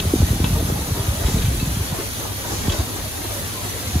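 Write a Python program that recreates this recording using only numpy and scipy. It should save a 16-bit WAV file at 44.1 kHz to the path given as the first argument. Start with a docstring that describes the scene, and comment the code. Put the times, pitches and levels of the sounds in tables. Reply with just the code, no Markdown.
"""Grain clatters on steel and wind thumps the microphone as a feed auger turns in its trough outdoors.
The screw churns the grain along, and countless tiny kernel impacts merge into a rustle.
A fine, steady high hiss above 8 kHz flutters with the rustle.
A few spills and clanks of the screw set the steel ringing thinly, over the motor's wavering hum.
The wind rumbles, with thumps and short flaps that drop in pitch, mostly in the first two seconds."""
import sys
import numpy as np
from scipy import signal
from scipy.fft import rfft, irfft, next_fast_len
from scipy.io import wavfile
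from scipy.ndimage import uniform_filter1d, map_coordinates

SR = 44100
rng = np.random.default_rng(int(sys.argv[2]) if len(sys.argv) > 2 else 0)


def store_pcm(level_fs):
    """Save levels as 16-bit WAV."""
    pcm = np.round(np.clip(level_fs, -1, 1) * 32767).astype(np.int16)
    wavfile.write(sys.argv[1], SR, np.atleast_2d(pcm).T)


N = 176400

# fader rides for the grain's low churn and its rustle (time [s], level before trim [dB])
CHURN_RIDE = [(0, -39), (.14, -37.5), (.38, -37.5), (.45, -34.5), (.52, -39), (.58, -31.5), (.64, -38.5),
              (.7, -31), (.73, -38.5), (.85, -38), (1.0, -37.5), (1.25, -35.5), (1.5, -38.5), (1.87, -39),
              (1.97, -32.5), (2.1, -42.5), (2.25, -36), (2.3, -39), (2.4, -40.5), (2.54, -33.5),
              (2.64, -38.5), (2.74, -32), (2.88, -42), (2.99, -36), (3.1, -41), (3.33, -37.5),
              (3.48, -39.5), (3.6, -36.5), (3.7, -38), (3.79, -37), (4, -39.5)]
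RUSTLE_RIDE = [(0, -38), (.3, -36.5), (.4, -38), (.5, -37.5), (.62, -39), (.82, -38), (1.15, -38),
               (1.28, -37), (1.37, -37), (1.44, -38), (1.85, -38), (1.95, -38), (2.4, -39), (2.55, -37.5),
               (2.63, -38), (2.71, -35.5), (2.8, -37.5), (2.86, -39), (3.25, -39), (3.4, -38),
               (3.68, -38.5), (3.93, -37.5), (4, -38.5)]
# tone of each layer (frequency [Hz], relative level [dB])
CHURN_EQ = [(25, -14), (55, -10), (85, 3), (140, 0.5), (200, 3.5), (300, 4.5), (420, 2), (660, 0.5),
            (1000, -4.5), (1300, -7), (1800, -14.5), (4000, -43)]
RUSTLE_EQ = [(200, -4), (900, -3), (1500, -0.5), (1950, 0.5), (2450, -2), (3200, 0), (3800, 1), (4700, -1),
             (5450, -3), (6100, 2.5), (7000, -4), (7850, -3), (8200, -15), (15000, -32)]
# stereo image of each layer (frequency [Hz], likeness of the ears [0 wide, 1 narrow])
CHURN_IMAGE = [(100, 0.6), (300, 0.77), (550, 0.31), (1200, 0.04)]
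RUSTLE_IMAGE = [(1200, 0.72), (2000, 0.059), (3000, 0.076), (4800, 0.17), (5400, 0.18), (6300, 0.17),
                (7200, 0.84), (8200, 0.99)]
EAR_LAG_S, EAR_TURN_RAD = .000313, 1.08  # delay and phase turn, left against right

def grain(flutter, churn_trim_db=5, rustle_trim_db=6, tumble_db=1.6, flutter_db=.5):
    """The screw churns the grain against the trough; countless tiny kernel impacts merge into a rustle."""
    churn = patchy(ticking_noise(per_s=250, ticks_db=-8), depth_db=4)
    churn = spread(churn, CHURN_EQ, CHURN_IMAGE)
    rustle = patchy(ticking_noise(per_s=1200, ticks_db=-7.5), depth_db=3)
    rustle = spread(rustle, RUSTLE_EQ, RUSTLE_IMAGE, EAR_LAG_S, EAR_TURN_RAD)
    return (churn * amp(curve(CHURN_RIDE) + churn_trim_db + tumble_db * wobble(35.35))
            + rustle * amp(curve(RUSTLE_RIDE) + rustle_trim_db + flutter_db * flutter))


# heaps sliding off the screw (centre time [s], level [dB], half length [s])
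SLIDE_CUES = [(0.684, -38, .025), (1.28, -37, .06), (2.54, -33.5, 0.05), (2.74, -37, 0.066),
              (3.92, -45, .025)]
# their bright tone (frequency [Hz], relative level [dB])
SLIDE_EQ = [(2500, -25), (5000, 0), (6200, 0), (7700, -2), (8500, -25), (12000, -45)]

def slides():
    """Each sliding heap is a brief swell of bright hiss."""
    t = np.arange(N) / SR
    swells = sum(amp(db) * np.exp(-.5 * ((t - centre) / half) ** 2) for centre, db, half in SLIDE_CUES)
    hiss = ticking_noise(per_s=1400, ticks_db=1)
    return swells * spread(hiss, SLIDE_EQ, RUSTLE_IMAGE, EAR_LAG_S, EAR_TURN_RAD)


# grain spilling on the steel (time [s], level [dB], decay t60 [s])
CLATTER_CUES = [(0.0, -19.5, 0.033), (.441, -28.5, 0.095), (1.261, -34, 0.17), (1.419, -28.5, 0.069),
                (1.444, -33.5, 0.13), (2.719, -26.5, 0.077), (2.735, -38, 0.055)]
# tone of a spill (frequency [Hz], relative level [dB])
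CLATTER_EQ = [(200, 6), (600, -15), (1500, 2), (2200, 3.5), (3100, 9), (3900, 7.5), (4600, -3), (7000, -1),
              (12000, -62)]

def clatters(attack_s=.0006, ring_db=-9, rub_db=-53):
    """Handfuls of kernels spill on the steel and settle; steady rubbing keeps it faintly ringing."""
    envelope = np.zeros(N)
    for start, db, t60 in CLATTER_CUES:
        age = np.maximum(np.arange(N) / SR - start, 0)
        envelope += amp(db - 60 * age / t60) * (1 - np.exp(-age / attack_s))
    rattle = patchy(ticking_noise(per_s=1900, ticks_db=2.5), depth_db=5)
    spill = envelope * spread(rattle, CLATTER_EQ, image=[(1000, .79)])
    contact = spread(rng.standard_normal((2, N)), eq=[(1000, 0)], image=[(1000, .4)])  # white, wide
    push = (amp(rub_db) + amp(ring_db) * envelope) * contact
    return spill + steel(push)


# ringing modes of the auger and trough (frequency [Hz], relative level [dB], decay t60 [s])
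STEEL_MODES = [(874, -7, .06), (1511, -7, .35), (1940, -11, .1), (2287, -8, .12), (2629, -5, .26),
               (2940, -8, .1), (3080, -7, .05), (3311, -5, .2), (3660, -6, .09), (3800, -7, .06),
               (3960, -7, .12), (4110, -9, .12), (4470, -11, .15)]

def steel(push):
    """The steel rings in its modes whenever the grain pushes on it."""
    t = np.arange(SR // 2) / SR
    out = np.zeros((2, N))
    for hz, db, t60 in STEEL_MODES:
        ring = amp(-60 * t / t60) * np.sin(2 * np.pi * hz * t)
        ring /= np.linalg.norm(ring)
        out += amp(db) * signal.fftconvolve(push, ring[None], axes=1)[:, :N]
    return out


# the screw striking the trough
# (time [s], level [dB], focus [Hz], spread [octaves], damping by the grain t60 [s])
CLANK_CUES = [(.439, -29, 3600, .12, .06), (.442, -19.5, 3400, .2, 0.08), (0.4428, -29, 2700, .07, .9),
              (0.4423, -22, 955, 0.38, .2), (1.261, -29, 3350, .13, .35), (1.376, -31, 3930, .06, .3),
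              (1.598, -32, 2630, .05, 0.61), (1.598, -28.5, 3950, .1, .4), (1.611, -31, 4450, 0.088, .3),
              (2.252, -23, 720, .5, .09), (2.696, -20.5, 3150, .18, .12), (2.72, -23, 3530, .2, .11),
              (2.7195, -29, 1300, .4, .1), (3.733, -29, 1940, .1, .15)]

def clanks(attack_s=.002, ring_db=1, crunch_db=-2, crunch_t60=.049, ear_scatter_cycles=.094):
    """Each blow crunches briefly and rings those modes of the steel that its place of contact favours."""
    t = np.arange(SR // 2) / SR
    out = np.zeros((2, N + len(t)))
    for start, db, focus_hz, octaves, damping_t60 in CLANK_CUES:
        focus = lambda hz: np.exp(-.5 * (np.log2((hz + 1) / focus_hz) / octaves) ** 2)
        ring = np.zeros((2, len(t)))
        for hz, mode_db, t60 in STEEL_MODES:
            ear_cycles = rng.normal(rng.random(), ear_scatter_cycles, (2, 1))
            ring += focus(hz) * amp(mode_db - 60 * t / t60) * np.sin(2 * np.pi * (hz * t + ear_cycles))
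        ring /= np.linalg.norm([focus(hz) * amp(mode_db) for hz, mode_db, _ in STEEL_MODES])
        crunch = unit(filtered(rng.standard_normal((2, len(t))), focus))
        crunch *= amp(crunch_db - 60 * t / crunch_t60)
        envelope = amp(db - 60 * t / damping_t60) * (1 - np.exp(-t / attack_s))
        out[:, int(start * SR):][:, :len(t)] += envelope * (amp(ring_db) * ring + crunch)
    return out[:, :N]


# fader ride for the gusts (time [s], level before trim [dB])
WIND_RIDE = [(0, -22.5), (.2, -22), (.6, -19), (.87, -27), (1.0, -24.5), (1.16, -26), (1.35, -21),
             (1.7, -26), (1.95, -31), (2.1, -36), (2.5, -33), (2.65, -24), (2.82, -32), (2.87, -34),
             (3.82, -35.5), (3.95, -26), (4, -22)]
# their bass-heavy tone (frequency [Hz], relative level [dB])
WIND_EQ = [(15, -40), (30, -18), (45, -5.5), (68, -3.5), (100, -5), (150, -12), (240, -19), (450, -30.5),
           (1000, -36), (3000, -61)]

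def wind(trim_db=-1, lumps_db=.5, stray_db=-41):
    """Wind buffets the microphone: a lumpy centred rumble, a faint one in each ear, and single eddies."""
    rumble, left, right = unit(filtered(rng.standard_normal((3, N)), lambda hz: amp(along(WIND_EQ, hz))))
    gusts = amp(curve(WIND_RIDE) + trim_db + lumps_db * wobble(23.74))
    return rumble * gusts + amp(stray_db) * np.array([left, right]) + eddies()


# wind hits, from soft thumps to short hollow flaps (time [s], peak [dB], low cut [Hz], high cut [Hz])
EDDY_CUES = [(0.051, -17.5, 160, 480), (0.067, -14.5, 75, 131), (.136, -4, 267, 393), (.154, -13, 182, 360),
             (0.198, -8, 70, 200), (.215, -6.5, 61, 80), (.218, -19.5, 480, 750), (0.2259, -12.5, 183, 324),
             (.273, -19, 114, 230), (0.301, -11, 58, 190), (.329, -16, 232, 486), (.355, -19, 144, 290),
             (.4, -13.5, 218, 420), (.436, -10.5, 103, 210), (.502, -13, 94, 180), (0.521, -17, 78, 125),
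             (0.56, -17, 105, 202), (0.624, -16.5, 209, 360), (.699, -15.5, 330, 580),
             (0.719, -12.5, 88, 280), (.789, -22, 260, 480), (.826, -22, 90, 170), (.906, -28, 135, 270),
             (.913, -13, 78, 135), (.99, -14.5, 78, 180), (1.077, -10.5, 74.4, 125),
             (1.242, -11.5, 53.4, 90), (1.281, -15, 85, 377), (1.338, -8.5, 54, 250),
             (1.366, -14.5, 135, 290), (1.477, -11, 66.4, 196), (1.6229, -12.5, 116, 272),
             (1.671, -15, 115, 220), (1.765, -17, 100, 239), (1.8, -13.5, 67, 128), (1.92, -15, 80.5, 240),
             (1.987, -22, 290, 390), (1.998, -21, 300, 360), (2.6781, -10, 69, 412),
             (2.786, -13, 61.6, 109), (3.866, -22, 72, 130), (3.936, -14.5, 66.6, 116),
             (3.953, -10, 79.5, 317)]

def eddies(lag_cycles=1.3, low_slope=8, high_slope=3.85, tilt=1.19):
    """Each eddy is one push of pressure within a band; its lows trail its highs, so it drops in pitch."""
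    size = 8192
    out = np.zeros(N + 2 * size)
    hz = np.fft.rfftfreq(size, 1 / SR) + 1
    for time, db, low_hz, high_hz in EDDY_CUES:
        low_cut = 1 / np.hypot(1, (low_hz / hz) ** low_slope)
        high_cut = 1 / np.hypot(1, (hz / high_hz) ** high_slope)
        band = hz ** -tilt * low_cut * high_cut
        # each frequency arrives lag_cycles of its own periods late
        phase = 2 * np.pi * (rng.random() - lag_cycles * np.log(hz))
        push = np.roll(irfft(band * np.exp(1j * phase)), size // 2)
        out[int(time * SR):][:size] += amp(db) * push / np.abs(push).max()
    return out[size // 2:][:N]


# fader ride for the high hiss (time [s], level before trim [dB])
HISS_RIDE = [(0.03, -38), (0.15, -36), (0.2, -38), (0.34, -35), (0.37, -39), (0.42, -37), (3.28, -38),
             (3.35, -36.5), (3.96, -38.5)]
# its tone (frequency [Hz], relative level [dB])
HISS_EQ = [(6500, -16), (7850, -38), (8100, 9.5), (8600, 3.5), (9400, 4), (9750, 5), (10200, 3.5),
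           (11400, 5.5), (12500, 0.8), (12800, 8), (13050, 3), (13200, 4), (15700, -7)]
# its stereo image (frequency [Hz], likeness of the ears [0-1])
HISS_IMAGE = [(8000, 0.93), (8650, 0.99), (9300, 1), (10200, 0.9), (11100, 0.73), (11850, 1), (12500, 0.65),
              (13400, 0.67), (14200, .7), (15000, 0.95)]

def high_hiss(flutter, trim_db=5, flutter_db=.53):
    """A fine, steady high hiss above 8 kHz that flutters with the rustle."""
    hiss = ticking_noise(per_s=3000, ticks_db=-6.5)
    hiss = spread(hiss, HISS_EQ, HISS_IMAGE, EAR_LAG_S, EAR_TURN_RAD)
    return hiss * amp(curve(HISS_RIDE) + trim_db + flutter_db * flutter)


# tones of the motor's hum (frequency [Hz], level [dB])
MOTOR_TONES = [(101, -37), (246, -50.5)]

def motor(pitch_drift=.021, waver_db=4):
    """A low hum under everything, wavering with the load."""
    out = np.zeros(N)
    for hz, db in MOTOR_TONES:
        phase = 2 * np.pi * np.cumsum(hz * (1 + pitch_drift * wobble(24.66))) / SR
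        out += np.sqrt(2) * amp(db + waver_db * wobble(16)) * np.sin(phase)
    return out


def ticking_noise(per_s, ticks_db):
    """Two channels of white noise with random ticks scattered through them."""
    ticks = (rng.random((2, N)) < per_s / SR) * rng.standard_normal((2, N))
    return rng.standard_normal((2, N)) + amp(ticks_db) * unit(ticks)


def patchy(pair, depth_db):
    """Narrow bands of the noise swell and fade on their own, as passing resonances."""
    bands = signal.stft(pair, nperseg=2048)[2]
    swells = uniform_filter1d(rng.standard_normal(bands.shape), size=4, axis=1)  # smooth in frequency
    swells = uniform_filter1d(swells, size=3, axis=2)  # and in time
    return unit(signal.istft(bands * amp(depth_db * unit(swells)), nperseg=2048)[1][:, :N])


def spread(pair, eq, image, lag_s=0, turn_rad=0):
    """Two unrelated signals become a coloured stereo pair of rms 1; the left may lag."""
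    angle = lambda hz: np.arccos(np.clip(along(image, hz), -1, 1)) / 2
    colour = lambda hz: amp(along(eq, hz)) * [np.cos(angle(hz)), np.sin(angle(hz))]
    delay = lambda hz: np.exp(.5j * np.outer([1, -1], turn_rad - 2 * np.pi * hz * lag_s))
    mid, side = filtered(pair, colour)
    return unit(filtered(np.array([mid + side, mid - side]), delay))


def filtered(x, response):
    """Filter x by a gain given as a function of frequency."""
    n = x.shape[-1]
    padded = next_fast_len(n + 8192)
    return irfft(rfft(x, padded) * response(np.fft.rfftfreq(padded, 1 / SR)), padded)[..., :n]


def wobble(rate):
    """A smooth random curve, rate knots a second."""
    return map_coordinates(rng.standard_normal(2048), [np.arange(N) * rate / SR], mode="wrap")


def curve(points):
    """Join (time [s], value) points, one value per sample."""
    return np.interp(np.arange(N) / SR, *np.transpose(points))


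def along(points, hz):
    """Read (frequency [Hz], value) points on a log axis."""
    knots_hz, values = np.transpose(points)
    return np.interp(np.log(hz + 1), np.log(knots_hz + 1), values)


def amp(db):
    """Decibels to gain."""
    return 10 ** (np.asarray(db) / 20)


def unit(x):
    """Scale to rms 1."""
    return x / np.sqrt(np.mean(x ** 2) + 1e-20)


# pan of the trough and the high hiss (frequency [Hz], left minus right [dB])
PAN = [(450, 0), (700, 1), (1050, 5), (1500, 0.3), (2050, -0.5), (2450, 6), (3200, 0.5), (5000, 0),
       (6400, -1.5), (7800, 0)]

def scene():
    """The trough sits a little to the left; motor and wind sit in the centre."""
    flutter = wobble(35.9)  # shared by the rustle and the high hiss
    trough = grain(flutter) + slides() + clatters() + clanks()
    pan = lambda hz: amp(np.outer([.5, -.5], along(PAN, hz)))
    return filtered(trough + high_hiss(flutter), pan) + motor() + wind()


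def record(dry, fold_hz=260, threshold_db=-23.5, top_hz=15730):
    """Sustained rumble makes the recorder fold the bass to mono; nothing passes above top_hz."""
    mid, side = (dry[0] + dry[1]) / 2, (dry[0] - dry[1]) / 2
    low_mid, low_side = filtered(np.array([mid, side]), lambda hz: 1 / (1 + (hz / fold_hz) ** 6))
    rumble_power = np.abs(uniform_filter1d(low_mid ** 2, size=SR))  # averaged over one second
    excess = (rumble_power / amp(threshold_db) ** 2) ** 4
    side = side - low_side * excess / (1 + excess)
    return filtered(np.array([mid + side, mid - side]), lambda hz: hz < top_hz)


dry = scene()
out = record(dry)
store_pcm(out)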